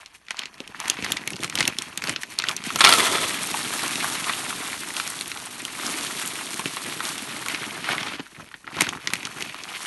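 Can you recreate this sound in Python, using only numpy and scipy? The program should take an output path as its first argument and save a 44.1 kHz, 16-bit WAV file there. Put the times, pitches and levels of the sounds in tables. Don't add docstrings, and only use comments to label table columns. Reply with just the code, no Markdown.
import sys
import numpy as np
from scipy import signal
from scipy.fft import rfft, irfft, next_fast_len
from scipy.io import wavfile
from scipy.ndimage import uniform_filter1d

SR = 44100
rng = np.random.default_rng(int(sys.argv[2]) if len(sys.argv) > 2 else 0)


def natural_amplitude(level_db):
    exponent = np.asarray(level_db, float) / 20
    return 10 ** exponent


def generate_wav(signal):
    frames = np.transpose(np.atleast_2d(signal))
    scaled = np.clip(frames, -1, 1) * 32767
    pcm = np.round(scaled).astype(np.int16)
    wavfile.write(sys.argv[1], SR, pcm)


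N = 434826


def rms_one(x):
    return x / np.sqrt(np.mean(x ** 2) + 1e-20)


def peak_one(x):
    return x / np.max(np.abs(x))


def band(x, low_hz, high_hz):
    return signal.sosfilt(signal.butter(2, [low_hz, high_hz], "band", fs=SR, output="sos"), x)


def coloured(x, spectrum):
    size = next_fast_len(N)
    hz, level_db = np.transpose(spectrum)
    bins_hz = np.arange(size // 2 + 1) * SR / size
    gain = natural_amplitude(np.interp(np.log(bins_hz + 1), np.log(hz), level_db))
    return irfft(rfft(x, size) * gain, size)[:N]


def drift(rate):
    r = np.exp(-80 * np.pi * rate / SR)
    slow = signal.lfilter([1], [1, -2 * r, r * r], rng.standard_normal(N // 40 + 2002))[2000:]
    return np.interp(np.arange(N) / 40, np.arange(len(slow)), rms_one(slow))


def ring(clicks, hz, t60):
    r, w = natural_amplitude(-60 / (t60 * SR)), 2 * np.pi * hz / SR
    return signal.lfilter([0, np.sin(w)], [1, -2 * r * np.cos(w), r * r], clicks + 1e-18)


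def burst(t60, size):
    return rng.standard_normal(size) * natural_amplitude(-60 * np.arange(size) / SR / t60)


def crack(t60, size):
    t = np.arange(size) / SR - .0014
    front = np.where(t < 0, natural_amplitude(40000 * t), natural_amplitude(-60 * t / t60))
    shudder = natural_amplitude(-13) * np.minimum(1, natural_amplitude(6000 * t)) * natural_amplitude(-60 * t / (6 * t60))
    release = 1 + 1.8 * np.exp(-(t / .00015) ** 2)
    return rng.standard_normal(size) * (front * release + shudder)


def add_at(out, start_s, sound):
    at = round(start_s * SR)
    out[at:at + len(sound)] += sound


# pitch_hz [Hz], level_db [dB per Hz]
GRAIN_TONE = [(18, -53), (30, -40), (125, -7.5), (294, -2.5), (523, -11), (655, -4), (1230, 0.5),
              (1500, -0.5), (2350, 2), (3790, -2), (4990, -5.5), (9580, -3.5), (11100, -3), (12000, -7),
              (15600, -34), (22000, -120)]
BAG_RUB_DB = -8
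HANDFUL_DB, HANDFULS_PER_S = .9, 24
PATCH_DB, PATCHES_PER_S = 2.0, 30
FILM_PER_S, STREAM_PER_S = 1300, 3700


def moving_grain():
    rattle_gain, hiss_gain, body_gain, hand_gain = effort()
    per_s, spread_db, bare_db = contact_kind()

    knocks = contacts(per_s, spread_db, clump_db=3.5, t60=0.006)
    lone = seeds(.1 * per_s, spread_db=3.2)
    sharp = contacts(1.1 * per_s, spread_db, clump_db=5.0, t60=0.003)
    ticks = 0.21 * knocks + 0.34 * sharp + 0.3 * lone
    slumps = coloured(contacts(0.06 * per_s, spread_db, clump_db=0.5, t60=0.064), GRAIN_TONE)

    rattle = coloured(knocks + 0.6 * lone, GRAIN_TONE)
    rattle = rms_one(band(band(rattle, 500, 6550), 320, 7600))
    hiss = rms_one(band(coloured(ticks, GRAIN_TONE), 3310, 13800))
    body = rms_one(band(band(slumps, 150, 630), 123, 557))
    hand = rms_one(band(band(slumps, 23.3, 96), 30, 254))
    film_share = (STREAM_PER_S - per_s) / (STREAM_PER_S - FILM_PER_S)
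    rubbing = film_share * natural_amplitude(BAG_RUB_DB) * hollows(knocks)

    shared = drift(HANDFULS_PER_S)
    coarse = natural_amplitude(HANDFUL_DB * (.7 * shared + .7 * drift(HANDFULS_PER_S)))
    fine = natural_amplitude(HANDFUL_DB * (.7 * shared + .7 * drift(HANDFULS_PER_S)))
    low = band(rattle, 340, 1940)
    high = rattle - low
    rattle = low * natural_amplitude(PATCH_DB * drift(PATCHES_PER_S)) + high * natural_amplitude(PATCH_DB * drift(PATCHES_PER_S))
    rattle = rattle + rubbing + natural_amplitude(bare_db) * rms_one(tub(knocks))
    return rattle_gain * coarse * rattle + hiss_gain * fine * hiss + body_gain * body + hand_gain * hand


# start_s [s], flow_db [dB], fine_db (fine seed) [dB re flow], slump_db [dB re flow]
TRICKLE = [(0, -50, -6, -19), (.245, -61.5, -1, -6), (.56, -48.5, -7, -9.5), (2.6, -44, -10, -9),
           (2.9, -23.5, 4.5, -12.5), (3.4, -32, 2.5, -7.5), (4.0, -28.5, 1.5, -11.5),
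           (4.72, -33.5, 1, -8.5), (4.79, -37, 4, -9), (5.6, -39.5, 1.5, -8), (6.45, -43, 4.5, -8),
           (7.401, -35.5, -0.5, -7.5), (8.148, -32.5, -9.5, -9.5), (8.278, -90, -30, -22),
           (8.62, -74, -14, 7), (9.03, -44, -17.5, -17.5), (9.6, -41, -5.5, -11.5),
           (9.86, -32, -0.5, -17.5)]
# start_s
# (moment of the peak) [s], level_db [dB], length_s [s], fine_db (fine seed) [dB re level], slump_db [dB re
SQUEEZES = [(.01, -43, 0.083, -5, -17), (.152, -47, 0.11, 1, -20), (.315, -54, 0.11, 4, -16),
            (.4, -38, 0.41, -17, -22), (.7, -55, 0.26, -15, 5), (.88, -30, 0.48, -8, -15),
            (1.04, -33, 0.42, -6, -6.5), (1.12, -31.5, 0.56, -7.5, -6.5), (1.32, -39, 0.41, -3.5, 1.5),
            (1.44, -31, 0.16, -0.5, -1.5), (1.6, -25, 0.26, -4.5, -6), (1.68, -26.5, 0.12, -10, -3.5),
            (1.83, -38, 0.86, -4, -8), (2.087, -30, 0.31, -2.5, -3.5), (2.223, -40.5, 0.082, 8.5, -21),
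            (2.317, -41.5, 0.18, 5, -8), (2.4, -33.5, 0.13, -10, -15), (2.5, -29.5, 0.34, -5.5, -12.5),
            (2.67, -28.5, 0.16, -2, -9.5), (2.77, -35, 0.61, 1, -4),
            (8.2, -33.5, 0.12, -25, -10),
    (8.321, -47, 0.061, -23, -1),
    (8.408, -41.5, 0.25, -13, -0.5),
    (8.544, -49.5, 0.11, -18, -1),
    (8.69, -47, 0.14, -32, 1),
    (8.821, -26, 0.34, -7, -5),
    (8.93, -37.5, 0.36, -4, -4),
    (9.161, -38.5, 1, -2, -4),
    (9.33, -57, 0.34, -14, -20),
    (9.42, -34.5, 0.76, -3, -8.5),
]
# start_s (moment of the peak) [s], level_db
# [dB], length_s [s], fine_db [dB re level], slump_db [dB re level]
GUSHES = [
    (2.856, -26.5, 1.3, -14, -22),
    (4.3, -49, 0.27, -20, -24),
    (4.965, -33, 0.6, 1.5, -16),
    (5.7, -33, 0.087, -18, -24),
    (5.87, -30.5, 3.6, 2, -9.5),
    (6.66, -30.5, 0.14, -2, -5),
    (6.86, -32.5, 0.51, -1.5, -6),
    (7.05, -33.5, 0.69, 3.5, -27),
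    (7.5, -27.5, 0.26, -6, -19),
    (7.89, -24, 0.41, -8.5, -12.5),
]


def effort():
    t = np.arange(0, N + 64, 64) / SR
    s, *columns = np.transpose(TRICKLE)
    flow_db, fine_db, slump_db = (np.interp(t, s, column) for column in columns)
    body_db = flow_db + slump_db
    power = natural_amplitude(2 * np.array([flow_db, flow_db + fine_db, body_db, body_db - 12.5]))
    kinds = ((SQUEEZES, 0.49, -7.5), (GUSHES, 0.1, -18))
    for rows, rise, hand_db in kinds:
        for start_s, level_db, length_s, fine_db, slump_db in rows:
            away = np.maximum((start_s - t) / rise, (t - start_s) / (1 - rise)) / length_s
            shape_db = level_db - 30 * away
            layers_db = np.array([[0], [fine_db], [slump_db], [slump_db + hand_db]])
            power += natural_amplitude(2 * shape_db) * natural_amplitude(2 * layers_db)
    return [np.interp(np.arange(N) / SR, t, np.sqrt(p)) for p in power]


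POUR_S, TURN_S = (2.95, 8.2), 0.17
FILM_SPREAD_DB, STREAM_SPREAD_DB = 2.5, 2
BARE_S = (2.81, 3.245)
BARE_DB, BURIED_DB, BURY_DB_PER_S = -0.5, -39, 96


def contact_kind():
    t = np.arange(N) / SR
    stream = np.clip(np.minimum(t - POUR_S[0], POUR_S[1] - t) / TURN_S + .5, 0, 1)
    outside_s = np.maximum(np.maximum(10 * (BARE_S[0] - t), t - BARE_S[1]), 0)
    per_s = FILM_PER_S + (STREAM_PER_S - FILM_PER_S) * stream
    spread_db = FILM_SPREAD_DB + (STREAM_SPREAD_DB - FILM_SPREAD_DB) * stream
    return per_s, spread_db, np.maximum(BARE_DB - BURY_DB_PER_S * outside_s, BURIED_DB)


def contacts(per_s, spread_db, clump_db, t60):
    born = rng.random(N) < per_s * natural_amplitude(clump_db * drift(18)) / SR
    energy = born * natural_amplitude(2 * spread_db * np.minimum(rng.exponential(1, N), 4.5))
    energy = signal.lfilter([1], [1, -natural_amplitude(-120 / (t60 * SR))], energy) + 1e-6
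    energy = energy / uniform_filter1d(energy, size=SR // 14)
    return np.sqrt(energy + 0.15) * rng.standard_normal(N)


def seeds(per_s, spread_db):
    born = rng.random(N) < per_s * natural_amplitude(4 * drift(12)) / SR
    sizes = natural_amplitude(spread_db * np.minimum(rng.exponential(1, N), 4))
    clicks = born * sizes * rng.choice([-1, 1], N)
    dealt = rng.integers(0, 12, N)
    rings = 3.3 * clicks
    for k, hz in enumerate(np.geomspace(1200, 11000, num=12)):
        rings = rings + ring(clicks * (dealt == k), hz, 2.7 / hz + 0.0017)
    return rings / np.sqrt(uniform_filter1d(rings ** 2, size=SR // 3) + 1e-9)


# pitch_hz [Hz], width_hz [Hz], level_db [dB]
BAG_HOLLOWS = [(1040, 116, -2.5), (1870, 86, 9), (2484, 200, -4), (3416, 63, -0.5), (4340, 140, -5),
               (5370, 89, -3), (6030, 750, -3)]


def hollows(x):
    out = np.zeros(N)
    for k, (hz, width_hz, level_db) in enumerate(BAG_HOLLOWS):
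        hollow = signal.lfilter(*signal.iirpeak(hz, hz / width_hz, fs=SR), x)
        out += natural_amplitude(level_db) * hollow * (-1) ** k
    return rms_one(out)


# pitch_hz [Hz], level_db [dB], t60_s (time to fade by 60 dB) [s]
TUB_MODES = [(397, -13, 0.046), (472, 0, 0.023), (690, -1, 0.032), (1080, -9.5, 0.053), (1330, 4.5, 0.029),
             (2070, -2, 0.022), (2330, 2, 0.0064), (3460, 5.5, 0.015), (4510, 7.5, 0.0027),
             (8780, 5.5, 0.0069)]


def tub(strikes):
    out = np.zeros(N)
    for hz, level_db, t60 in TUB_MODES:
        out += natural_amplitude(level_db) * ring(strikes, hz, 0.5 * t60)
    return band(out, 270, 21000)


# start_s [s], level_db (peak) [dB],
# bright_db (bright crack) [dB re peak]
FIRST_FLAKES = [(0.306, -13.5, -24), (2.758, -6.5, -6), (2.788, -12, -7), (2.794, -29, 7), (2.806, 6, -30),
                (2.814, 0.5, -15), (2.84, 10, -20), (2.847, 13, -9), (2.852, -5, -6), (2.861, 3, -15),
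                (2.87, 7, -39), (2.878, 1, -22), (2.885, -10, -6), (2.89, 3.5, -7), (2.915, -7, -8),
                (2.924, 5, -21), (2.936, 3, -10), (2.952, -11, -13), (2.996, -8, -20), (3.002, 0, -23),
                (3.181, -10, -28)]


def flakes():
    out, size = np.zeros(N + 4096), 4096
    for start_s, level_db, bright_db in FIRST_FLAKES:
        touch = crack(0.00071, size)
        drum = sum(natural_amplitude(mode_db + rng.normal(0, 3.4)) * ring(touch, hz, t60) for hz, mode_db, t60 in TUB_MODES)
        drum = peak_one(band(drum, 690, 14000))
        broad = peak_one(band(crack(0.014, size), 890, 4060))
        tick = peak_one(band(crack(.004, size), 5500, 13000))
        hit = 0.36 * drum + .5 * broad + natural_amplitude(bright_db + 7.5) * tick
        add_at(out, start_s, natural_amplitude(level_db + 3) * hit)
    return out[:N]


# start_s [s], level_db (peak) [dB],
# pitch_hz [Hz]
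SINGLE_TICKS = [(3.012, -11, 1330), (3.0644, -9, 1400), (3.1268, -10, 1300), (3.246, -12, 2890),
                (3.2697, -19, 3050), (3.3847, -17, 2070), (3.432, -6, 9170), (3.4696, -7, 10000),
                (3.704, -19, 1100), (3.7834, -24, 3800), (3.7914, -18, 2180), (3.8166, -16, 1640),
                (4.0494, -15, 1080), (4.2413, -8.5, 3020), (4.2804, -16, 1200), (4.503, -13, 1230),
                (4.526, -15, 1180), (4.585, -25, 1820), (4.664, -17, 2000), (4.7195, -19, 1930),
                (4.7294, -11, 1940), (4.739, -23, 1040), (4.776, -25, 1930), (4.9023, -18, 1960),
                (4.9366, -15, 9740), (4.9647, -9.5, 3510), (5.1, -23, 1430), (5.1888, -14, 3400),
                (5.2574, -17, 2800), (5.3423, -21, 2960), (5.4575, -15, 8840), (5.5099, -29, 1160),
                (5.5942, -20, 11200), (5.6181, -15, 8830), (5.6797, -18, 2150), (5.7957, -19, 1430),
                (5.8641, -7.5, 5800), (6.0394, -13, 3820), (6.0654, -14, 3650), (6.1574, -23, 3650),
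                (6.1863, -24, 1660), (6.2143, -11.5, 3510), (6.274, -1, 11100), (6.3024, -35.5, 9710),
                (6.348, -23, 3660), (6.466, -17, 3850), (6.571, -20, 1750), (6.7513, -26, 2570),
                (6.8456, -17, 3140), (6.9184, -24, 1280),
                (0.2653, -34, 2860), (0.2826, -20, 2200), (0.54, -29, 4740), (0.5786, -32, 3040),
                  (0.811, -26, 1130), (0.8425, -20, 1960), (0.855, -16, 2080), (0.9308, -26, 1840),
                  (0.9687, -15.5, 2250), (0.9886, -20, 2140), (1.2157, -24, 1850), (1.2366, -21, 1860),
                  (1.3574, -17, 4630), (1.3902, -24, 2230), (1.403, -19, 3560), (1.476, -20, 2370),
                  (1.524, -16, 1820), (1.5743, -8, 2250), (1.7667, -20, 2300), (7.0868, -36, 2260),
                  (7.2837, -24, 4100), (7.314, -21, 4160), (7.3626, -17, 2140), (7.6011, -24, 3570),
                  (7.707, -16, 2450), (7.8416, -13, 2500), (7.872, -18, 1170), (8.0292, -11, 2590),
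                  (8.1226, -28, 1160), (8.2644, -25, 1560), (8.317, -34, 1730), (8.4078, -29, 1890),
                  (8.4616, -33, 2700), (8.5709, -42, 1823), (8.668, -22, 1710), (8.7021, -27, 1510),
                  (8.7231, -25, 2110), (8.746, -19, 1550), (8.8665, -12, 1700), (8.9491, -19, 1290),
                  (8.9718, -18, 1350), (8.998, -28, 1500), (9.0194, -29, 1870), (9.0438, -34, 2230),
                  (9.1644, -20, 2400), (9.2944, -36, 1340), (9.361, -24, 1600), (9.3796, -26, 1570),
                  (9.525, -27, 1940), (9.704, -23, 1660),
                (1.048, -16, 8740), (1.0809, -27, 6560), (1.3174, -25, 8530), (1.4227, -25, 8970),
                  (4.7914, -22, 9120), (4.8044, -22, 9720), (5.0998, -10, 9480), (5.1114, -14, 8710),
                  (5.1956, -17, 11000), (5.2776, -10.5, 9860), (6.219, -21, 8780), (6.2582, -6, 11300),
                  (6.2844, -27, 9090), (6.457, -15.5, 9340), (6.5745, -16, 8990), (6.7296, -27, 8960),
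                (0.315, -24, 6000),
    (0.388, -18, 3000),
    (1.105, -17, 9000),
    (1.110, -20, 6000),
    (2.836, -12, 1330),
    (5.220, -16, 9000),
    (6.265, -17, 10000),
]


def ticks_alone():
    out, size = np.zeros(N + 1024), 1024
    for start_s, level_db, hz in SINGLE_TICKS:
        hit = crack(0.006 + 7.5 / hz, size)
        narrow = peak_one(band(hit, 0.82 * hz, 1.223 * hz))
        wide = band(hit, .5 * hz, min(2.46 * hz, 13000))
        wide = peak_one(band(wide, 0.61 * hz, min(3.3 * hz, 15000)))
        add_at(out, start_s, natural_amplitude(level_db - 8) * (narrow + 0.97 * wide))
    return out[:N]


# start_s [s],
# level_db (peak) [dB], pitch_hz [Hz], bright_db (bright crack) [dB re peak]
CREASE_SNAPS = [(0.059, -27.5, 4510, -34), (0.306, -14.5, 2000, -17), (0.368, -26, 4540, -32),
                (0.391, -15, 3300, -8.5), (0.455, -19.5, 2820, -26), (0.602, -20.5, 2950, -22),
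                (0.675, -27.5, 2800, -11), (0.745, -26, 1540, -37), (0.8, -20.5, 1130, 1.5),
                (0.88, -17, 1970, 1), (0.898, -7.5, 3070, 2), (1.023, -17, 2480, -22),
                (1.044, -12.5, 2000, -12), (1.119, -8, 3600, -4.5), (1.168, -16, 2340, -16),
                (1.274, -14, 2150, -3), (1.303, -20.5, 2100, -2.5), (1.332, -18.5, 3080, -27),
                (1.363, -21, 4570, -27), (1.433, -16, 2080, -3), (1.443, -14, 2500, -18),
                (1.497, -20, 2260, -2),
                (1.553, -11, 2820, -2), (1.586, -9, 3460, -21), (1.605, -5.5, 2150, -10),
                 (1.626, -12, 2370, -23), (1.652, -12.5, 3350, -13), (1.676, -9, 2530, 2),
                 (1.785, -9.5, 3940, -7), (1.82, -19, 3040, 1.5), (1.974, -15.5, 3260, 0.5),
                 (2.02, -17, 2290, -21), (2.038, -16, 1980, -8), (2.071, -11, 3740, -21),
                 (2.093, -12.5, 2070, -4), (2.16, -11.5, 3400, -37), (2.232, -17.5, 1610, -5.5),
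                 (2.387, -9.5, 3900, 0.5), (2.438, -14.5, 1660, -17), (2.485, -7, 3170, -20),
                 (2.564, -12.5, 6140, -8), (2.638, -20, 3600, -27), (2.703, -15, 1360, -21),
                (3.512, -22, 2700, -2), (3.54, -16, 930, -15), (3.879, -23, 2490, 3),
                 (3.955, -14.5, 2610, -18), (4.294, -12.5, 1210, -24), (4.334, -15.5, 2670, -42),
                 (4.998, -14.5, 1400, -12), (5.075, -26, 3300, 6.5), (5.209, -14.5, 3740, -2),
                 (5.315, -17.5, 2500, -29), (5.372, -20, 3400, -24), (5.65, -13.5, 2890, -8),
                 (6.106, -25, 1190, -24), (6.252, -19.5, 3000, -8), (6.259, -34, 3700, -11.5),
                 (6.295, -34, 3760, 0), (6.387, -26, 1300, -23), (6.505, -28, 960, 8),
                 (6.541, -21, 4530, -2.5), (6.593, -17, 989, -6), (6.656, -13.5, 2600, -26),
                 (6.767, -20, 1270, -23), (7.003, -14.5, 1230, -16), (7.051, -15.5, 3700, -22),
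                 (7.46, -17.5, 1200, -3), (7.483, -15, 1990, -0.5), (7.545, -15.5, 2100, -22),
                 (7.98, -15, 1830, -32),
                (8.258, -35.5, 1622, -27), (8.363, -33, 1690, -34), (8.513, -32.5, 1350, -26),
              (8.54, -21.5, 1760, -32), (8.642, -35.5, 1160, -31), (8.675, -22.5, 1450, -34),
              (8.767, -24, 1470, -8), (8.788, -18, 1630, -25), (8.807, -4, 2230, -4.5),
              (8.818, -10, 2380, 1), (8.889, -10, 2770, -15), (8.93, -22, 1150, -27),
              (9.072, -9.5, 2150, -11), (9.102, -22, 1330, -10), (9.134, -5, 2200, -6),
              (9.154, -18.5, 2740, -17), (9.229, -20, 2370, -18), (9.251, -12, 4920, -26),
              (9.269, -23.5, 1285, -6), (9.406, -21, 2180, -15), (9.422, -15, 2920, -12),
              (9.472, -34, 1400, -2), (9.635, -22, 3800, -17),
                (0.417, -24, 2400, -32),
    (0.433, -21, 2420, -28),
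    (2.081, -19, 2520, -15),
    (2.124, -23, 1940, -19),
    (2.42, -17, 2720, -22),
    (2.491, -16.5, 1300, -3),
    (2.511, -19, 2720, -19),
    (7.179, -21, 2700, -2),
    (2.398, -13, 2620, -31),
]


def snaps():
    out, size = np.zeros(N + 4096), 4096
    rows = CREASE_SNAPS
    for start_s, level_db, hz, bright_db in rows:
        t60 = .003 + 5 / hz
        patch = peak_one(band(crack(1.43 * t60, size), 0.85 * hz, 1.186 * hz))
        low_hz = max(0.41 * hz, 890)
        dull_db = 0.35 * min(bright_db + 19.5, 0)
        high_hz = np.clip(3.48 * hz * natural_amplitude(dull_db), 1.5 * hz, 9000)
        broad = band(crack(2.4 * t60, size), low_hz, high_hz)
        broad = peak_one(band(broad, 0.82 * low_hz, high_hz))
        tick = peak_one(band(band(crack(.003, size), 5000, 12500), 4000, 15000))
        push = peak_one(band(burst(0.022, size), 200, 410))
        snap = 0.81 * patch + 1.14 * broad + natural_amplitude(bright_db + 8.5) * tick + natural_amplitude(-24) * push
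        add_at(out, start_s, natural_amplitude(level_db) * snap)
    return out[:N]


# start_s [s], level_db (peak) [dB], pitch_hz [Hz]
BAG_BUMPS = [
    (0.307, -29, 426),
    (0.602, -19, 384),
    (0.987, -18, 328),
    (6.591, -19.5, 280),
    (6.655, -20, 237),
    (8.195, -18.5, 250),
]


def bumps():
    out, size = np.zeros(N + 4096), 4096
    for start_s, level_db, hz in BAG_BUMPS:
        knock = peak_one(band(crack(0.017, size), 0.56 * hz, 1.32 * hz))
        add_at(out, start_s, natural_amplitude(level_db - 6) * knock)
    return out[:N]


def room(x):
    tail = band(burst(t60=.1, size=8192), 210, 5000)
    return signal.fftconvolve(x, tail / np.sqrt(np.sum(tail ** 2)))[:N]


# pitch_hz [Hz], level_db [dB per Hz]
AIR_TONE = [(18, -36), (30, 25), (142, 14), (259, -10), (333, -4), (439, 12), (761, -32), (1700, 9),
            (5520, -44), (12000, -40), (15600, -60), (22000, -120)]


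def room_air():
    return natural_amplitude(-66.5) * rms_one(coloured(rng.standard_normal(N), AIR_TONE))


def scene():
    grain = moving_grain()
    blows = flakes() + ticks_alone() + snaps() + bumps()
    return (grain + blows + natural_amplitude(-19) * room(blows) + room_air())[None]


# pitch_hz [Hz], width_hz [Hz], depth [share, 0-1]
HOUSING_NOTCHES = [(4920, 200, 0.4), (7480, 1850, 0.23), (10590, 1940, 0.46)]


def housing(x):
    for hz, width_hz, depth in HOUSING_NOTCHES:
        x = x - depth * signal.lfilter(*signal.iirpeak(hz, hz / width_hz, fs=SR), x)
    return x


def band_limit(x):
    return signal.sosfilt(signal.butter(12, 12440, fs=SR, output="sos"), x)


def record(dry):
    thin = signal.sosfilt(signal.butter(2, 45, "high", fs=SR, output="sos"), housing(dry))
    squeezed = .84 * np.tanh(thin / .84)
    top = signal.ellip(8, .3, 50, 11700, fs=SR, output="sos")
    clipped = np.clip(signal.sosfilt(top, squeezed), -.88, .88)
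    mix = np.clip(signal.sosfilt(top, clipped), -1, 1)
    return band_limit(mix)


dry = scene()
out = record(dry)
generate_wav(out)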